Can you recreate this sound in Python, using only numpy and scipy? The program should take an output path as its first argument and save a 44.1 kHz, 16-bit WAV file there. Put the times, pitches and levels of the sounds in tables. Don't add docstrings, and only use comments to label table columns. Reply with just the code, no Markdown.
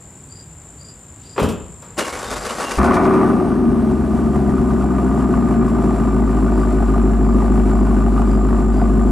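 import sys
import numpy as np
from scipy import signal
from scipy.fft import rfft, irfft, next_fast_len
from scipy.io import wavfile
from scipy.ndimage import uniform_filter1d

SR = 44100
rng = np.random.default_rng(int(sys.argv[2]) if len(sys.argv) > 2 else 0)


def int16_out(signal):
    q = np.round(np.clip(np.atleast_2d(signal).T, -1, 1) * 32767)
    wavfile.write(sys.argv[1], SR, q.astype(np.int16))


N = 401751
T = np.arange(N) / SR

# (frequency [Hz], density [dB per Hz])
RUMBLE_SPECTRUM = [(15, -55), (25, -26), (65, -1.5), (152, -4), (183, -7.5), (311, -13.5), (420, -17),
                   (555, -20.5), (923, -23), (6300, -41.5), (8190, -74), (13900, -120)]
RUMBLE_DB, AIR_DB = -40.5, -64
# (centre [Hz], width [Hz], level [dB])
FAR_CHORUS = (7830, 820, -49.5)
# (time [s], level [dB] before panning, pitch [Hz], pulse rate [per s])
TRILL_TRAINS = [
    [(0.0, -44.5, 7270, 61), (1.93, -44.5, 7300, 48.5), (2.6, -42, 7400, 68)],
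    [(3.9, -55, 7390, 43), (4.17, -56, 7340, 59), (4.61, -53, 7360, 48.6), (5.88, -50.5, 7430, 50.7),
     (7.83, -50.5, 7380, 42), (9.11, -51, 7380, 49)],
]
# (time [s], level [dB] before echoes and panning)
CRICKET_CHIRPS = [(0.308, -44), (0.8, -43.5), (1.248, -44.5), (6.52, -54), (7.24, -59), (7.74, -57),
                  (8.255, -53), (8.725, -52)]
# (time from the chirp [s], relative level
# [dB], pitch [Hz])
CHIRP_SYLLABLES = [(-.023, -13, 4640), (0, -4, 4780), (.041, -1, 4850), (.08, 0, 4850), (.14, -15, 4830)]
SCOOP_HZ, SCOOP_S = 320, .004

# (time [s], level [dB])
BRUSHING = [(1.18, -74), (1.214, -58), (1.27, -53), (1.37, -60)]
# (time [s], level [dB], tick relative to thud [dB], thud decay t60 [s], lowest frequency [Hz])
DOOR_BLOWS = [(1.361, -27, -34, 0.22, 497), (1.378, -10.5, -30, 0.16, 400), (1.396, -13, -19, 0.17, 300),
              (1.415, -12, -30, 0.28, 60), (1.429, -11.5, -18, 0.34, 30), (1.462, -24, -30, 0.28, 30),
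              (1.488, -20.5, -11.5, 0.64, 40), (1.821, -41, -7, 1, 603)]
# (frequency [Hz], density [dB per Hz])
PANEL_SPECTRUM = [(21, -43), (35, -10), (92, -1), (139, -12), (184, -2.5), (366, -10.5), (398, -7.5),
                  (425, -7.5), (728, -20), (1170, -19.5), (1880, -30.5), (2590, -33), (6000, -45),
                  (7800, -71), (13200, -120)]

# (time [s], gear growl [dB], exhaust chuff [dB])
STARTER_STROKES = [(1.966, -21, -52), (2.13, -35, -42), (2.29, -30.5, -30.5), (2.446, -28, -40),
                   (2.58, -24.5, -49), (2.69, -27, -37)]
# (frequency [Hz], density [dB per Hz])
GEAR_SPECTRUM = [(88, -47), (150, -10.5), (230, -2), (290, -4.5), (766, -7.5), (1130, -6), (2450, -4.5),
                 (7560, -8), (10300, -12), (15500, -34)]
# (frequency [Hz], width [Hz], relative level [dB])
HOUSING_MODES = [(250, 45, -9), (477, 39, 9), (1087, 13, 8), (1510, 4.8, 1)]
# (start [s], end [s], frequency [Hz], width [Hz], level [dB])
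GEAR_WHINES = [(1.97, 2.2, 2230, 40, -39), (1.965, 2.08, 2850, 90, -35), (2.22, 2.38, 3650, 70, -42),
               (2.45, 2.53, 2920, 60, -39), (2.576, 2.788, 2790, 40, -37), (2.28, 2.5, 4750, 90, -45),
               (2.69, 2.79, 4750, 120, -43)]
STARTER_OFF_S, RUNNING_DB, GEAR_HISS_DB = 2.8, -28.5, -7
LABOUR_RISE_S, LABOUR_FALL_S = .026, .045
CHUFF_LEAD_S, CHUFF_RISE_S, CHUFF_FALL_S = 0.037, 0.033, 0.11
RUNDOWN_DB, RUNDOWN_S, RUNDOWN_THROBS_PER_S = -4.5, 0.19, 10

# (time [s], firing rate [Hz])
FIRING_RATE = [(2.77, 57.9), (2.8, 63.5), (2.91, 83.1), (3.03, 94.9), (3.07, 95.5), (3.21, 94.3),
               (3.28, 91.9), (3.6, 79.9), (3.71, 77.8), (4.08, 72.0), (4.73, 65.2), (5.56, 58.3),
               (5.81, 56.5), (6.3, 53.4), (7.04, 51.7), (9.11, 51.5)]
# (time [s], load relative to idle [dB])
ENGINE_LOAD = [(2.77, 12), (2.79, 9), (2.91, 9), (3.23, 5), (3.31, 1.5), (3.67, -2.5), (4.34, -2.5),
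               (4.8, -1), (5.44, 1), (9.11, 0)]
# (bank, beat [dB], header delay [ms], low rasp [dB], high rasp [dB])
FIRING_ORDER = [(0, 2.7, .91, 2, -1), (1, 1.2, 1.56, 0, 2), (1, -3.5, .26, -3, 5), (0, 3.5, -1.15, 5, -1),
                (1, 3.3, 2.05, 3, 4), (0, -1.3, -.29, 0, -1), (0, -3.5, -.35, 0, 1), (1, 3.5, 1.59, -3, 3)]
FIRST_CYLINDER = 4
# (frequency [Hz], width [Hz], relative level [dB])
PIPE_MODES = [
    [(51.5, 5.7, 13), (140.8, 6.3, 12.5), (168.4, 19, 2), (207.5, 5.3, 13), (230.2, 6.1, 16.5),
     (261.4, 13, 11), (313.1, 4.7, 8.5), (392, 10.8, 5)],
    [(61.3, 22.7, 6.5), (129, 5.3, -4), (198.2, 25.8, 12.5), (223.1, 32.8, 15), (241.3, 27, 14.5),
     (320, 28.5, 3.5), (369, 11.8, 10.5), (428, 64, -13)],
]
# (frequency [Hz], width [Hz], relative level [dB])
TIP_MODES = [
    [(529, 50, -6.5), (629.4, 26, -0.5), (701.6, 33, 3.5), (874, 144, -6), (1890, 360, -21)],
    [(993, 103, -7.5), (1198.4, 58.5, -0.5), (1499, 59, -9.5), (1678, 32, -15.5), (2325, 15, -19),
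     (2800, 370, -24.5)],
]
# (frequency [Hz], density [dB per Hz])
HISS_SPECTRUM = [(1060, -31), (1800, -5), (3770, -12), (6470, -13), (7610, -18.5), (7890, -11.5),
                 (9790, -11.5), (14600, -31.5), (15500, -38)]
# (frequency [Hz], level [dB])
DRONE_RESPONSE = [(51, -16.5), (54, -18.5), (58, -22), (65, -18.5), (75, -20.5), (84, -24), (95, -25.5),
                  (104, -41), (130, -35.5), (145, -31), (160, -39), (190, -35), (207, -19.5), (236, -25),
                  (255, -25), (290, -48), (330, -30), (375, -20)]
# (multiple of the firing rate, level relative to the pipe response [dB])
OVERTONES = [(2, 3.5), (3, 2.5), (4, -4)]
BASE_LOW_DB, BASE_UPPER_DB, BASE_RASP_DB, BASE_HISS_DB = -17, -24, -28, -55
BASE_ROAR_DB = -53
HISS_FOLLOWS_LOAD, UPPER_FOLLOWS_LOAD, BRIGHT_FOLLOWS_LOAD, ROAR_FOLLOWS_LOAD = 0.47, 0.25, 0.34, 2.3
RACING_HZ, RACING_SPAN_HZ, RACING_LOW_DB, RACING_UPPER_DB = 86.2, 5.2, -2, 8
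CATCH_DB, CATCH_S = 8, .06
UNEVEN_DB, UNEVEN_S = .7, .06

# (frequency [Hz], decay t60 [s])
GARAGE_DECAY = [(60, 0.87), (300, 0.28), (1500, 0.36), (8000, 0.11)]
# (frequency [Hz], left lead [rad])
PORT_PHASE = [(0, 0), (260, 0.5), (1640, -0.3), (1980, 0.1), (2410, 0.2), (2670, -0.0), (6550, 0.0),
              (6800, 0.6), (7060, 0.1), (7320, -0.0), (8100, 0.1), (8790, -0.0), (15200, 0.0)]
# (frequency [Hz], left minus right [dB])
PORT_BALANCE = [(60, 1.0), (150, 2.5), (380, 2.5), (950, 2.0), (2380, -1.0), (5980, 2.5), (15000, 0.0)]
EDGE_HZ = 15700


def amp(db):
    return 10 ** (np.asarray(db) / 20)


def evened(x):
    return x / np.sqrt(np.mean(x ** 2) + 1e-20)


def read(points, hz):
    f, value = np.transpose(points)
    return np.interp(np.log(hz + 1), np.log(f + 1), value)


def curves(rows):
    s, *columns = np.transpose(rows)
    opening = np.clip((T - s[0]) / 0.008025, 0, 1)
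    lasts_to_end = s[-1] > T[-1] - .05
    closing = np.clip((s[-1] - T) / 0.019 + lasts_to_end, 0, 1)
    return [np.interp(T, s, c) for c in columns] + [opening * closing]


def coloured(x, points):
    size = next_fast_len(x.shape[-1], True)
    response = amp(read(points, np.fft.rfftfreq(size, 1 / SR)))
    return evened(irfft(rfft(x, size) * response, size)[..., :x.shape[-1]])


def ring(x, modes):
    out = 0
    for k, (hz, width, db) in enumerate(modes):
        out = out + (-1) ** k * amp(db) * signal.lfilter(*signal.iirpeak(hz, hz / width, SR), x)
    return out


def band(x, lo_hz, hi_hz):
    return signal.sosfilt(signal.butter(N=2, Wn=[lo_hz, hi_hz], btype="band", fs=SR, output="sos"), x)


def soft(x, hz):
    return signal.sosfilt(signal.butter(N=2, Wn=hz, fs=SR, output="sos"), x)


def fading(x, ms):
    return signal.lfilter([1], [1, -np.exp(-1000 / (ms * SR))], x)


def swells(starts, levels_db, rise_s, fall_s):
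    since = T - np.reshape(starts, (-1, 1))
    rise = np.clip(since / rise_s, 0, 1)
    fall = np.exp(-np.maximum(since - rise_s, 0) / fall_s)
    return amp(levels_db) @ (rise * fall)


def yard():
    a, b, c, d, e = rng.standard_normal((5, N))
    other = signal.sosfilt(signal.butter(N=2, Wn=700, btype="high", fs=SR, output="sos"), [b, c])
    rumble = amp(RUMBLE_DB) * coloured(a + 0.63 * other, RUMBLE_SPECTRUM)
    hz, width, db = FAR_CHORUS
    swell = amp(0.99 * np.sin(2 * np.pi * (2.0 * T + 0.74)))
    swell *= np.clip((2.7 - T) / 0.19, .3, 1)
    voices = np.array([d + 0.21 * e, d - 0.58 * e])
    chorus = ring(ring(voices, [(hz, width, 0)]), [(hz, 2.0 * width, 0)])
    chorus = amp(db) * swell * evened(chorus)
    air = amp(AIR_DB) * evened(band(a + 0.056 * other, 6900, 14300))
    calls = np.maximum(np.sin(2 * np.pi * (2.62 * T - .42)), 0) ** 2 * (T < 2)
    caller = amp(-57) * calls * evened(ring(ring(e, [(8550, 350, 0)]), [(8550, 350, 0)]))
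    return rumble + chorus + caller + air


def trill(rows):
    db, hz, rate, gate = curves(rows)
    noise = rng.standard_normal((2, N))
    strokes = np.cumsum(rate) / SR % 1
    wobble = soft(noise[0] + 1j * noise[1], 160)
    rough = evened(abs(wobble)) * wobble / abs(wobble + 1e-20)
    carrier = np.exp(2j * np.pi * np.cumsum(hz) / SR)
    whistle = ((0.49 + rough) * carrier).real
    pulses = .65 + np.exp(-((strokes - .5) / .2) ** 2)
    return gate * amp(db) * evened(whistle * pulses)


def cricket():
    out, t = np.zeros(N), T[:1250]
    for s, db in CRICKET_CHIRPS:
        for after, part_db, hz in CHIRP_SYLLABLES:
            turn = 2 * np.pi * (hz * t + SCOOP_HZ * SCOOP_S * np.exp(-t / SCOOP_S))
            flutter = 1 + .35 * evened(uniform_filter1d(rng.standard_normal(len(t)), size=60))
            shape = np.hanning(len(t)) ** 0.4 * flutter
            tone = np.sin(turn) + 0.13 * np.sin(2 * turn)
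            out[round((s + after) * SR):][:len(t)] += amp(db + part_db) * shape * tone
    echoes = rng.standard_normal(SR // 4) * amp(-60 * T[:SR // 4] / 0.14)
    return out + signal.fftconvolve(out, echoes / np.linalg.norm(echoes))[:N]


def rustle():
    db, gate = curves(BRUSHING)
    return gate * amp(db) * evened(band(rng.standard_normal(N), 2300, 5600))


def door():
    out, t = np.zeros(N), T[:SR // 2]
    for s, db, tick_db, t60, low_hz in DOOR_BLOWS:
        noise = rng.standard_normal((2, len(t)))
        knee_hz = min(1500 + 8 * low_hz, 9000)
        thud = evened(band(coloured(noise[0], PANEL_SPECTRUM), low_hz, knee_hz))
        thud *= amp(-60 * t / max(t60, .02)) * np.minimum(t / 0.003, 1)
        tick = evened(band(noise[1], 1700, 10500)) * amp(tick_db - 60 * t / 0.21)
        skin = evened(ring(noise[1], [(2570, 170, 0), (3220, 450, -2)]))
        skin *= amp(-22.5 - 60 * t / .5) * np.minimum(t / 0.0028, 1)
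        out[round(s * SR):][:len(t)] += amp(db) * (thud + tick + skin)
    return out


def starter():
    s, growl_db, chuff_db = np.transpose(STARTER_STROKES)
    gate = np.clip((T - s[0]) / 0.0035, 0, 1) * np.clip((STARTER_OFF_S - T) / 0.0068, 0, 1)
    labour = amp(RUNNING_DB) * np.clip((T - s[0]) / LABOUR_RISE_S, 0, 1)
    labour += swells(s, growl_db, LABOUR_RISE_S, LABOUR_FALL_S)
    draw, noise = rng.random(N), rng.standard_normal((3, N))
    teeth = fading(amp(2.5 * noise[0]) * (draw < 700 / SR), ms=2.2) + 1.2
    whines = np.zeros(N)
    for s0, s1, hz, width, db in GEAR_WHINES:
        part = slice(round(s0 * SR), round(s1 * SR))
        tone = evened(ring(noise[2, part], [(hz, width, 0)]))
        whines[part] += amp(db) * tone * signal.windows.tukey(len(tone), .4)
    grind = coloured(teeth * noise[1], GEAR_SPECTRUM)
    housing = evened(ring(teeth * noise[1], HOUSING_MODES))
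    growl = evened(evened(band(grind, 235, 1260)) + 0.59 * housing)
    hiss = evened(band(grind, 2900, 16000))
    chuff = evened(ring(noise[2], [(49.3, 7.3, 7), (97, 30, -24)]))
    chuff *= swells(s - CHUFF_LEAD_S, chuff_db, CHUFF_RISE_S, CHUFF_FALL_S)
    since = np.maximum(T - STARTER_OFF_S, 0)
    throb = 0.36 + np.sin(np.pi * RUNDOWN_THROBS_PER_S * since) ** 4
    released = (1 - gate) * (T > s[-1])
    rundown = amp(RUNNING_DB + RUNDOWN_DB) * released * np.exp(-since / RUNDOWN_S) * throb
    return gate * (labour * (growl + amp(GEAR_HISS_DB) * hiss) + chuff + whines) + rundown * hiss


def engine():
    (hz, gate), (load_db, _) = curves(FIRING_RATE), curves(ENGINE_LOAD)
    racing = 1 / (1 + np.exp((RACING_HZ - hz) / RACING_SPAN_HZ))
    wander = uniform_filter1d(rng.standard_normal((4, N // 256 + 2)), size=max(round(UNEVEN_S * SR / 256), 1))
    wander_db = [UNEVEN_DB * np.interp(T, np.arange(len(w)) * 256 / SR, evened(w)) for w in wander]
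    low_db = BASE_LOW_DB + RACING_LOW_DB * racing + wander_db[0]
    upper_db = BASE_UPPER_DB + RACING_UPPER_DB * racing + UPPER_FOLLOWS_LOAD * load_db + wander_db[1]
    rasp_db = BASE_RASP_DB + load_db + wander_db[2]
    hiss_db = BASE_HISS_DB + HISS_FOLLOWS_LOAD * load_db + 1.8 * wander_db[2]
    catch_db = CATCH_DB * np.exp(-abs(T - FIRING_RATE[1][0]) / CATCH_S)
    boom_db = read(DRONE_RESPONSE, hz) + catch_db + wander_db[3]

    turns = .5 + np.cumsum(hz * gate) / SR
    fired = np.flatnonzero(np.diff(np.floor(turns)))
    order = (np.arange(len(fired)) + FIRST_CYLINDER) % len(FIRING_ORDER)
    bank, cyl_db, delay_ms, *crack_db = np.transpose(FIRING_ORDER)[:, order]
    chance = rng.standard_normal((len(fired), 4))
    delay = ((delay_ms + 0.22 * chance[:, 0]) * SR / 1000).astype(int)
    at = np.clip(fired + delay, 0, N - 1)
    beats, cracks = np.zeros((2, 2, N))
    beats[bank.astype(int), at] = amp(cyl_db + 1.1 * chance[:, 1])
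    cracks[:, at] = amp(crack_db + 2.0 * chance[:, 2:].T)

    piped = ring(beats[0], PIPE_MODES[0]) + ring(beats[1], PIPE_MODES[1])
    body = soft(piped, 550) / np.sqrt(hz)
    upper = signal.sosfiltfilt(signal.butter(N=3, Wn=300, btype="high", fs=SR, output="sos"), body)
    body = amp(low_db) * evened(body - upper) + amp(upper_db) * evened(upper)

    puffs = fading(cracks, ms=8.0)
    noise = rng.standard_normal((3, N))
    tearing = 10.0 * cracks + (puffs + .35) * noise[:2]
    bright = amp(BRIGHT_FOLLOWS_LOAD * load_db) * ring(tearing[1], TIP_MODES[1])
    rasp = evened(soft(ring(tearing[0], TIP_MODES[0]) + bright, 2100) * gate)
    roar = amp(BASE_ROAR_DB + ROAR_FOLLOWS_LOAD * load_db) * evened(band(tearing[1], 1350, 2300))
    hiss = coloured((puffs.sum(axis=0) + 6.2) * noise[2], HISS_SPECTRUM)
    hiss /= np.std(band(hiss, 8200, 12000))

    boom = np.sqrt(2) * np.sin(2 * np.pi * (turns + 0.4))
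    overtones = np.zeros(N)
    for k, db in OVERTONES:
        level = amp(db + read(DRONE_RESPONSE, k * hz))
        overtones += np.sqrt(2) * level * np.sin(2 * np.pi * k * turns + 0.25)
    return gate * (overtones + amp(boom_db) * boom + body + amp(rasp_db) * rasp + roar + amp(hiss_db) * hiss)


def garage(x):
    taps = np.zeros((2, SR // 2))
    slots = np.arange(200, SR // 2 - 20, 20)
    at = slots + rng.integers(0, 20, (2, len(slots)))
    np.put_along_axis(taps, at, rng.choice([-1., 1.], at.shape), 1)
    hz, t, z = signal.stft(taps, SR, nperseg=512)
    decay = amp(-60 * t / read(GARAGE_DECAY, hz)[:, None])
    tail = signal.istft(z * decay, SR, nperseg=512)[1]
    return signal.fftconvolve(x[None], tail / np.linalg.norm(tail[0]), axes=1)[:, :N]


def ports(x):
    size = next_fast_len(N, True)
    hz = np.fft.rfftfreq(size, 1 / SR)
    half = amp(read(PORT_BALANCE, hz) / 2) * np.exp(.5j * read(PORT_PHASE, hz))
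    return irfft(rfft(x, size) * np.array([half, 1 / half]), size)[:, :N]


def scene():
    thud = door()
    brushing = rustle()
    car = starter() + engine()
    near = car + thud + brushing
    walls = garage(amp(-17) * band(car, 293, 4200) + amp(-18.5) * thud)
    trills = trill(TRILL_TRAINS[0]) + trill(TRILL_TRAINS[1])
    insects = amp([[2.5], [-3]]) * trills + amp([[-.4], [.4]]) * cricket()
    return ports(near) + walls + insects + yard()


def record(dry):
    rounded = 0.78 * np.tanh(dry / 0.93)
    lowpass = signal.firwin(511, EDGE_HZ, window=("kaiser", 9), fs=SR)
    return signal.oaconvolve(rounded, lowpass[None], "same")


dry = scene()
out = record(dry)
int16_out(out)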